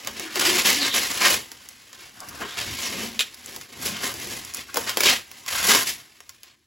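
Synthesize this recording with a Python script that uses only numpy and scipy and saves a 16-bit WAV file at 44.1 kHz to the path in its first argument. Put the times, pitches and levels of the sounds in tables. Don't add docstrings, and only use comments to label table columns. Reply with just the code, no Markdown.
import sys
import numpy as np
from scipy import signal
from scipy.fft import rfft, irfft, next_fast_len
from scipy.io import wavfile

SR = 44100
rng = np.random.default_rng(int(sys.argv[2]) if len(sys.argv) > 2 else 0)


def pcm_store(signal):
    levels = np.round(np.clip(np.atleast_2d(signal), -1, 1) * 32767)
    wavfile.write(sys.argv[1], SR, levels.astype(np.int16).T)


N = 293706
TIME = np.arange(N) / SR
SIZE = next_fast_len(N + SR, True)
FREQS = np.arange(SIZE // 2 + 1) * SR / SIZE


# (frequency [Hz], relative level [dB])
SCRAPE_EQ = [(500, -29.5), (1200, -3.5), (2000, 3), (3000, 5), (4500, 3), (6500, -1.5), (9000, -4),
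             (13000, -36.5), (16000, -11.5)]
RASP_EQ = [(250, -23.5), (550, -0.5), (900, 4.5), (1600, 16), (2200, -3), (4000, -44), (9000, -33)]
DRUM_EQ = [(90, -20), (150, -18.5), (200, 3), (280, -1.5), (380, 1), (500, -4.5), (750, -7.5), (1600, -26)]
SHEEN_EQ = [(2500, -24.5), (5000, 0.5), (8000, 1), (11000, 0.5), (13500, -1), (16000, -9.5)]

def blade(scrape_db, rasp_db, drum_db, sheen_db):
    grit = np.clip(0.57 + 0.061 * (scrape_db + 21), 0.1, 0.95)
    judder = rms_one(from_db(2 * drift(rate_hz=56)))
    friction = np.sqrt(grit) * slips(per_s=2400, spread_db=1)
    friction += np.sqrt(1 - grit) * rng.standard_normal(N)
    scrape = from_db(scrape_db - 2.5) * colour(friction, SCRAPE_EQ)
    sheen = from_db(scrape_db + sheen_db + 6) * colour(slips(per_s=5000, spread_db=3.5), SHEEN_EQ)
    hollow = grains(per_s=2500, spread_db=3, low_hz=525, high_hz=2180, q=10.5, count=28)
    rasp = from_db(scrape_db + rasp_db - 9) * (1.28 * colour(friction, RASP_EQ) + 0.74 * hollow)
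    drum = from_db(scrape_db + drum_db - 3.5) * colour(slips(per_s=2700, spread_db=-1.5), DRUM_EQ)
    return judder * (scrape + sheen + rasp + drum)


# (start [s], length [s], scrape fader [dB], swell [dB], rasp [dB], drum [dB], sheen [dB])
BLADE_PUSHES = [(0.061, 0.041, -42, 1, 0, -0.5, -17.5), (0.172, 0.18, -36.5, -5, -4.5, -7.5, -15.5),
                (0.361, 0.077, -29, 2, -2, -13, -12), (0.454, 0.16, -20.5, -4.5, -4, -10.5, -10),
                (0.663, 0.043, -17.5, 1, -5, -12, -12), (0.742, 0.056, -19, -12.5, -13, -11.5, -13),
                (0.828, 0.072, -21.5, -9, -4, -14, -14.5), (0.948, 0.33, -23.5, -11.5, -4, -9.5, -9),
                (1.227, 0.034, -19.5, 5, -1, -15, -16.5), (1.307, 0.034, -20, -2.5, -3.5, -6, -7),
                (1.39, 0.041, -39.5, -3.5, -23.5, -10.5, -26), (1.933, 0.12, -50, 8, -2, -11, -12),
                (2.17, 0.24, -53, 9, 3.5, -4.5, -8.5), (2.417, 0.031, -45, 3, 9.5, 5, -29.5),
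                (2.465, 0.18, -41, 4, -0.5, -12.5, -13.5), (2.592, 0.01, -33, 3.5, -9, -16, -19),
                (2.621, .25, -37, 8, -6, -14, -12), (2.908, 0.14, -33, 0.5, -3.5, -4, -10.5),
                (3.07, 0.27, -38, -18.5, -5, -4.5, -11), (3.48, 0.13, -44.5, -1.5, -3, -3, -7.5),
                (3.705, 0.095, -52.5, 10.5, -3, -1, -9.5), (3.833, 0.039, -34.5, 7.5, -2, -4.5, -5),
                (3.916, 0.073, -37, 2.5, -2, -7.5, -14.5), (4.036, 0.072, -26.5, -8.5, -0.5, -6, -7),
                (4.162, 0.21, -40.5, 5, -5.5, -6, -8), (4.577, 0.063, -35.5, -11, -7.5, -9, -12),
                (4.773, 0.093, -35, -5, -1.5, -2.5, -6), (4.891, .006, -26, 0, -1.5, -12.5, -13),
                (4.995, 0.079, -33.5, 0, -1, -3.5, -4.5), (5.064, 0.053, -11, -4.5, -7, -13, -15.5),
                (5.507, 0.13, -29.5, 2, -2, -22, -7), (5.649, 0.17, -25.5, -4.5, 0.5, -7, -3.5),
                (5.711, 0.054, -20, -4.5, -2, -14, -16), (5.884, 0.0067, -24, 0.5, -12.5, -15.5, -6.5),
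                (5.96, 0.064, -48.5, -3.5, -1.5, -11, -10), (6.45, 0.073, -52.5, -4.5, -4, -18, -30.5)]
# (time [s], scrape fader [dB])
RESTING_RUB = [(0, -45), (1.55, -48), (1.8, -53), (3.3, -51.5), (3.45, -46), (3.67, -52.5), (4.48, -43.5),
               (5.25, -55.5), (5.35, -48), (6.1, -57), (6.4, -59.5), (6.65, -70)]

def pushes():
    rest_db = np.interp(TIME, *np.transpose(RESTING_RUB))
    rest_mix_db = [0, -3.5, -11, -10]
    power = np.outer(from_db(rest_mix_db) ** 2, from_db(rest_db) ** 2)
    for start, length, db, swell_db, *layers_db in BLADE_PUSHES:
        gains = from_db(db + np.array([0, *layers_db]))
        power += np.outer(gains ** 2, envelope(start, length, swell_db) ** 2)
    scrape_db, *layers_db = 10 * np.log10(power)
    return [scrape_db, *(layers_db - scrape_db)]


def envelope(start, length, swell_db, attack_db_per_s=443.5, release_db_per_s=295):
    early, late = np.maximum(start - TIME, 0), np.maximum(TIME - start - length, 0)
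    progress = np.clip((TIME - start) / length, 0, 1)
    db = swell_db * progress - attack_db_per_s * early - release_db_per_s * late
    return from_db(np.maximum(db, -150))


# (time [s], length [s], boost [dB])
RUBBER_CATCHES = [(0.394, 0.0034, 12), (0.412, 0.012, 6), (0.443, 0.022, 1.5), (0.58, 0.02, 6),
                  (1.296, 0.0054, 1.5), (2.405, 0.03, 3.5), (2.572, 0.017, 9.5), (5.033, 0.0085, 5),
                  (5.479, 0.011, 12), (5.686, 0.033, 8), (5.749, 0.0085, 7)]

def catches(release_s):
    db = np.zeros(N)
    for s, length, boost_db in RUBBER_CATCHES:
        db += boost_db * np.interp(TIME, [s - 0.001, s, s + length, s + length + release_s], [0, 1, 1, 0])
    return from_db(db)


# (start [s], length [s], start pitch [Hz], end pitch [Hz], relative level [dB])
THREAD_ZIPS = [(.24, 0.1, 1620, 1630, -40.5), (.78, 0.1, 4950, 3420, -23.5), (.87, 0.13, 3896, 3200, -26.5),
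               (.98, 0.096, 3980, 4150, -30), (2.19, 0.077, 1198, 844, -42), (2.3, .08, 1095, 1610, -45.5),
               (2.39, .09, 2530, 3350, -36.5), (2.46, 0.11, 3200, 3870, -38.5),
               (2.81, 0.095, 7560, 4510, -30.5), (4.68, 0.03, 1654, 1460, -41.5),
               (5.47, .17, 1985, 1322, -34)]
RUBBER_GROANS = [(.15, 0.19, 329.6, 330, -41), (.34, .3, 355, 359.4, -24.5), (.69, 0.23, 300.7, 278.3, -34),
                 (2.63, 0.14, 92.6, 108, -40), (2.83, .4, 177.4, 239.3, -38.5),
                 (3.8, 0.21, 203.2, 215, -39), (5.66, 0.15, 386.6, 429, -31.5)]

def glides(table, blur_hz, steadiness, level_db):
    phase, gain = np.zeros((2, N))
    for start, length, from_hz, to_hz, db in table:
        during = (TIME > start) & (TIME < start + length)
        progress = (TIME[during] - start) / length
        phase[during] = 2 * np.pi * np.cumsum(from_hz * (to_hz / from_hz) ** progress) / SR
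        gain[during] = from_db(db + level_db) * np.sin(np.pi * progress)
    blurred = (steadiness + drift(blur_hz)) * np.cos(phase) + drift(blur_hz) * np.sin(phase)
    return gain * blurred / np.sqrt(1 + steadiness ** 2 / 2)


# (time [s], relative level [dB], thud offset [dB])
FRAME_KNOCKS = [(0.0478, -32.5, -17.5), (0.073, -19, -13.5), (0.1968, -24, -13.5), (0.3574, -18, -10.5),
                (1.5171, -30.5, -18), (1.93, -36, -18), (2.404, -37, -1.5), (3.196, -24, -12.5),
                (3.5626, -26.5, -13), (3.6125, -31.5, -28.5), (4.14, -28, -9.5), (4.7435, -21.5, -14),
                (4.7585, -20.5, -13), (4.7708, -14.5, -8.5), (4.8945, -18, -17), (4.9713, -12, -10.5),
                (5.0062, -11, -19), (5.035, -12.5, -23.5), (5.3148, -32, -32), (5.463, -29, -29),
                (6.2045, -38, -21), (6.2932, -32, -48), (6.4327, -34.5, -24)]
# (time [s], relative level [dB])
INK_TICKS = [(1.6878, -28), (2.204, -26.5), (2.287, -29), (2.292, -29.5), (3.344, -30.5), (3.46, -26.5),
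             (4.449, -26), (4.538, -25), (4.5463, -17.5), (4.57, -25.5)]
# (frequency [Hz], relative level [dB])
CLICK_EQ = [(200, -34), (800, -2), (1800, -1.5), (4000, -1), (7000, -2), (11000, -10), (16000, -3.5)]
THUD_EQ = [(60, -33), (200, -5), (400, 6), (600, 3), (900, 1), (1400, -38.5), (2500, -21), (8000, -50.5)]

def knocks_and_ticks(tick_t60, crack_t60, rattle_t60, thud_t60):
    ticks, clicks, thuds = np.zeros((3, N + SR))
    fall_db = -60 * TIME[:SR // 4]
    tick, thud = from_db(fall_db / tick_t60), from_db(fall_db / thud_t60)
    click = from_db(fall_db / crack_t60) + from_db(fall_db / rattle_t60 - 15)
    for s, db, thud_db in FRAME_KNOCKS:
        after = slice(int(s * SR), int(s * SR) + len(fall_db))
        ticks[after] += from_db(db - 1) * tick
        clicks[after] += from_db(db + 1.3) * click
        thuds[after] += from_db(db + thud_db - 1) * thud
    for s, db in INK_TICKS:
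        after = slice(int(s * SR), int(s * SR) + len(fall_db))
        ticks[after] += from_db(db) * tick
        clicks[after] += from_db(db - 11) * click
    layers = [(ticks, SHEEN_EQ), (clicks, CLICK_EQ), (thuds, THUD_EQ)]
    return sum(colour(gain[:N] * rng.standard_normal(N), eq) for gain, eq in layers)


# (time [s], relative level [dB])
SNAP_BOUNCES = [(3.193, -8.5), (3.1998, -18.5), (3.2065, -8.5), (3.2107, -23), (3.2146, -36),
                (3.221, -23.5)]
# (frequency [Hz], bandwidth [Hz], relative level [dB])
SNAP_RING = [(3560, 800, 0), (2650, 720, -7.5), (6500, 4200, 0.5), (11000, 3000, -29)]

def snap(level_db, buzz_db, buzz_t60):
    s, db = np.transpose(SNAP_BOUNCES)
    clicks = np.zeros(N)
    clicks[(s * SR).astype(int)] = from_db(db + level_db)
    decay = np.exp(-np.log(1000) / (buzz_t60 * SR))
    tails = signal.lfilter([1], [1, -decay], clicks + 1e-18)
    force = clicks + from_db(buzz_db) * tails * rng.standard_normal(N)
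    rings = sum(from_db(mode_db) * resonate(force, hz, width) * SR / (2 * np.pi * width)
                for hz, width, mode_db in SNAP_RING)
    return signal.sosfilt(signal.butter(2, 1000, "high", fs=SR, output="sos"), rings)


# (frequency [Hz], bandwidth [Hz], level [dB])
FRAME_MODES = [(358, 13, -6.5), (490, 25, -6.5), (758, 18, -10.5), (1036, 110, -2.5), (1340, 44, -13),
               (1600, 47, -7), (1750, 820, -12), (1977, 44, -5.5), (2680, 92, -15), (2760, 180, -12),
               (3370, 45, -15), (4710, 46, -9), (5080, 76, -13.5), (5480, 31, -1.5), (7000, 76, -13.5)]

def frame(x):
    return x + sum(from_db(db) * resonate(x, hz, width) for hz, width, db in FRAME_MODES)


def ink(scrape_db):
    crackle = grains(per_s=45, spread_db=0.5, low_hz=2650, high_hz=14400, q=1.8, count=14)
    return from_db(scrape_db - 12) * crackle


# (start [s], length [s], level [dB])
HAND_LEANS = [(2.283, 0.15, -57), (2.617, 0.12, -43), (3.79, 0.17, -53.5), (4.149, .3, -55.5),
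              (5.547, 0.073, -51.5)]
# (frequency [Hz], relative level [dB])
RUMBLE_EQ = [(20, -47), (45, -11.5), (70, -4.5), (115, -3), (160, -9.5), (350, -7), (1000, -70.5)]

def flex(drum_db, follow, lag_s):
    inertia = np.exp(-1 / (lag_s * SR))
    pressure = from_db(-53 + follow * (drum_db + 42))
    pressed = signal.lfilter([1 - inertia], [1, -inertia], pressure)
    leaning = sum(from_db(db) * envelope(s, length, swell_db=0) for s, length, db in HAND_LEANS)
    return (pressed + leaning) * colour(rng.standard_normal(N), RUMBLE_EQ)


def bench(x, count, shift_hz):
    shares = np.array([from_db(19.3 * drift(shift_hz)) for _ in range(count)])
    shares /= np.sqrt(np.sum(shares ** 2, axis=0))
    return sum(echoes(x * share, t60=0.054, per_s=4300, gap_s=0.00087) for share in shares)


def echoes(x, t60, per_s, gap_s):
    age = TIME[:SR]
    taps = rng.standard_normal((2, SR)) * (rng.random((2, SR)) < per_s / SR)
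    taps *= (age > gap_s) * from_db(-60 * age / t60)
    taps /= np.sqrt(np.sum(taps ** 2, axis=1, keepdims=True) + 1e-20)
    return signal.fftconvolve(x[None], taps, axes=1)[:, :N]


def slips(per_s, spread_db):
    sizes = from_db(spread_db * np.minimum(rng.exponential(1, N), 4)) * rng.choice([-1, 1], N)
    return rms_one(sizes * (rng.random(N) < per_s / SR))


def grains(per_s, spread_db, low_hz, high_hz, q, count):
    clicks, pitch_index = slips(per_s, spread_db), rng.integers(0, count, N)
    pitches = np.geomspace(low_hz, high_hz, count)
    return rms_one(sum(resonate(clicks * (pitch_index == k), hz, hz / q) / np.sqrt(hz)
                       for k, hz in enumerate(pitches)))


def resonate(x, hz, width_hz):
    r = np.exp(-np.pi * width_hz / SR)
    feedback = [1, -2 * r * np.cos(2 * np.pi * hz / SR), r * r]
    return signal.lfilter(np.array([1, 0, -1]) * (1 - r * r) / 2, feedback, x + 1e-18)


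def drift(rate_hz):
    spectrum = rfft(rng.standard_normal(SIZE)) / (1 + (FREQS / rate_hz) ** 2)
    return rms_one(irfft(spectrum, SIZE)[:N])


def colour(x, eq):
    cepstrum = irfft(np.log(rms_one(response(eq))), SIZE)[:SIZE // 2]
    cepstrum[1:] *= 2
    return irfft(rfft(x, SIZE) * np.exp(rfft(cepstrum, SIZE)), SIZE)[..., :N]


def response(eq):
    hz, db = np.transpose(eq)
    return from_db(np.interp(np.log(FREQS + 1), np.log(hz), db))


def from_db(db):
    return 10 ** (np.asarray(db) / 20)


def rms_one(x):
    return x / np.sqrt(np.mean(x ** 2) + 1e-20)


# (frequency [Hz], relative level [dB])
REVERB_EQ = [(100, -5.5), (300, -9), (700, -2.5), (2500, -2.5), (7000, -6), (16000, -1.5)]

def scene():
    scrape_db, rasp_db, drum_db, sheen_db = pushes()
    hits = knocks_and_ticks(tick_t60=0.011, crack_t60=0.0071, rattle_t60=0.1, thud_t60=0.077)
    strokes = catches(release_s=0.0066) * blade(scrape_db, rasp_db, drum_db, sheen_db)
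    zips = glides(THREAD_ZIPS, blur_hz=380, steadiness=0.05, level_db=-3)
    groans = glides(RUBBER_GROANS, blur_hz=28, steadiness=0.58, level_db=-3)
    rumble = flex(scrape_db + drum_db, follow=0.56, lag_s=0.02)
    direct = frame(strokes + hits) + zips + groans + rumble + ink(scrape_db)
    direct += snap(level_db=4.5, buzz_db=-24.5, buzz_t60=0.069)
    near = from_db(-2.5) * bench(direct, count=6, shift_hz=5.6)
    room = from_db(-12) * echoes(direct, t60=0.28, per_s=6500, gap_s=0.017)
    return direct + colour(near + room, REVERB_EQ)


# (frequency [Hz], side level [dB])
STEREO_WIDTH = [(60, -15), (250, -7.5), (600, 0), (1500, 0.5), (2000, -8), (2250, -52), (7500, -55.5),
                (16000, -17)]

def record(dry):
    twist_from_hz, in_step_hz, cycle_hz, cutoff_hz = 7600, 6800, 4300, 15900
    left, right = rfft(dry, SIZE)
    mid, side = (left + right) / 2, (left - right) / 2 * response(STEREO_WIDTH)
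    side += mid * from_db(-19) * (FREQS < 1100)
    phase_twist = np.exp(-2j * np.pi * (FREQS - in_step_hz) / cycle_hz * (FREQS > twist_from_hz))
    pair = irfft(np.array([(mid + side) * phase_twist, mid - side]), SIZE)
    soft_clipped = 0.9 * np.tanh(pair / 0.9)
    low_pass = 1 / np.sqrt(1 + (FREQS / cutoff_hz) ** 200)
    return irfft(rfft(soft_clipped) * low_pass, SIZE)[:, :N]


dry = scene()
out = record(dry)
pcm_store(out)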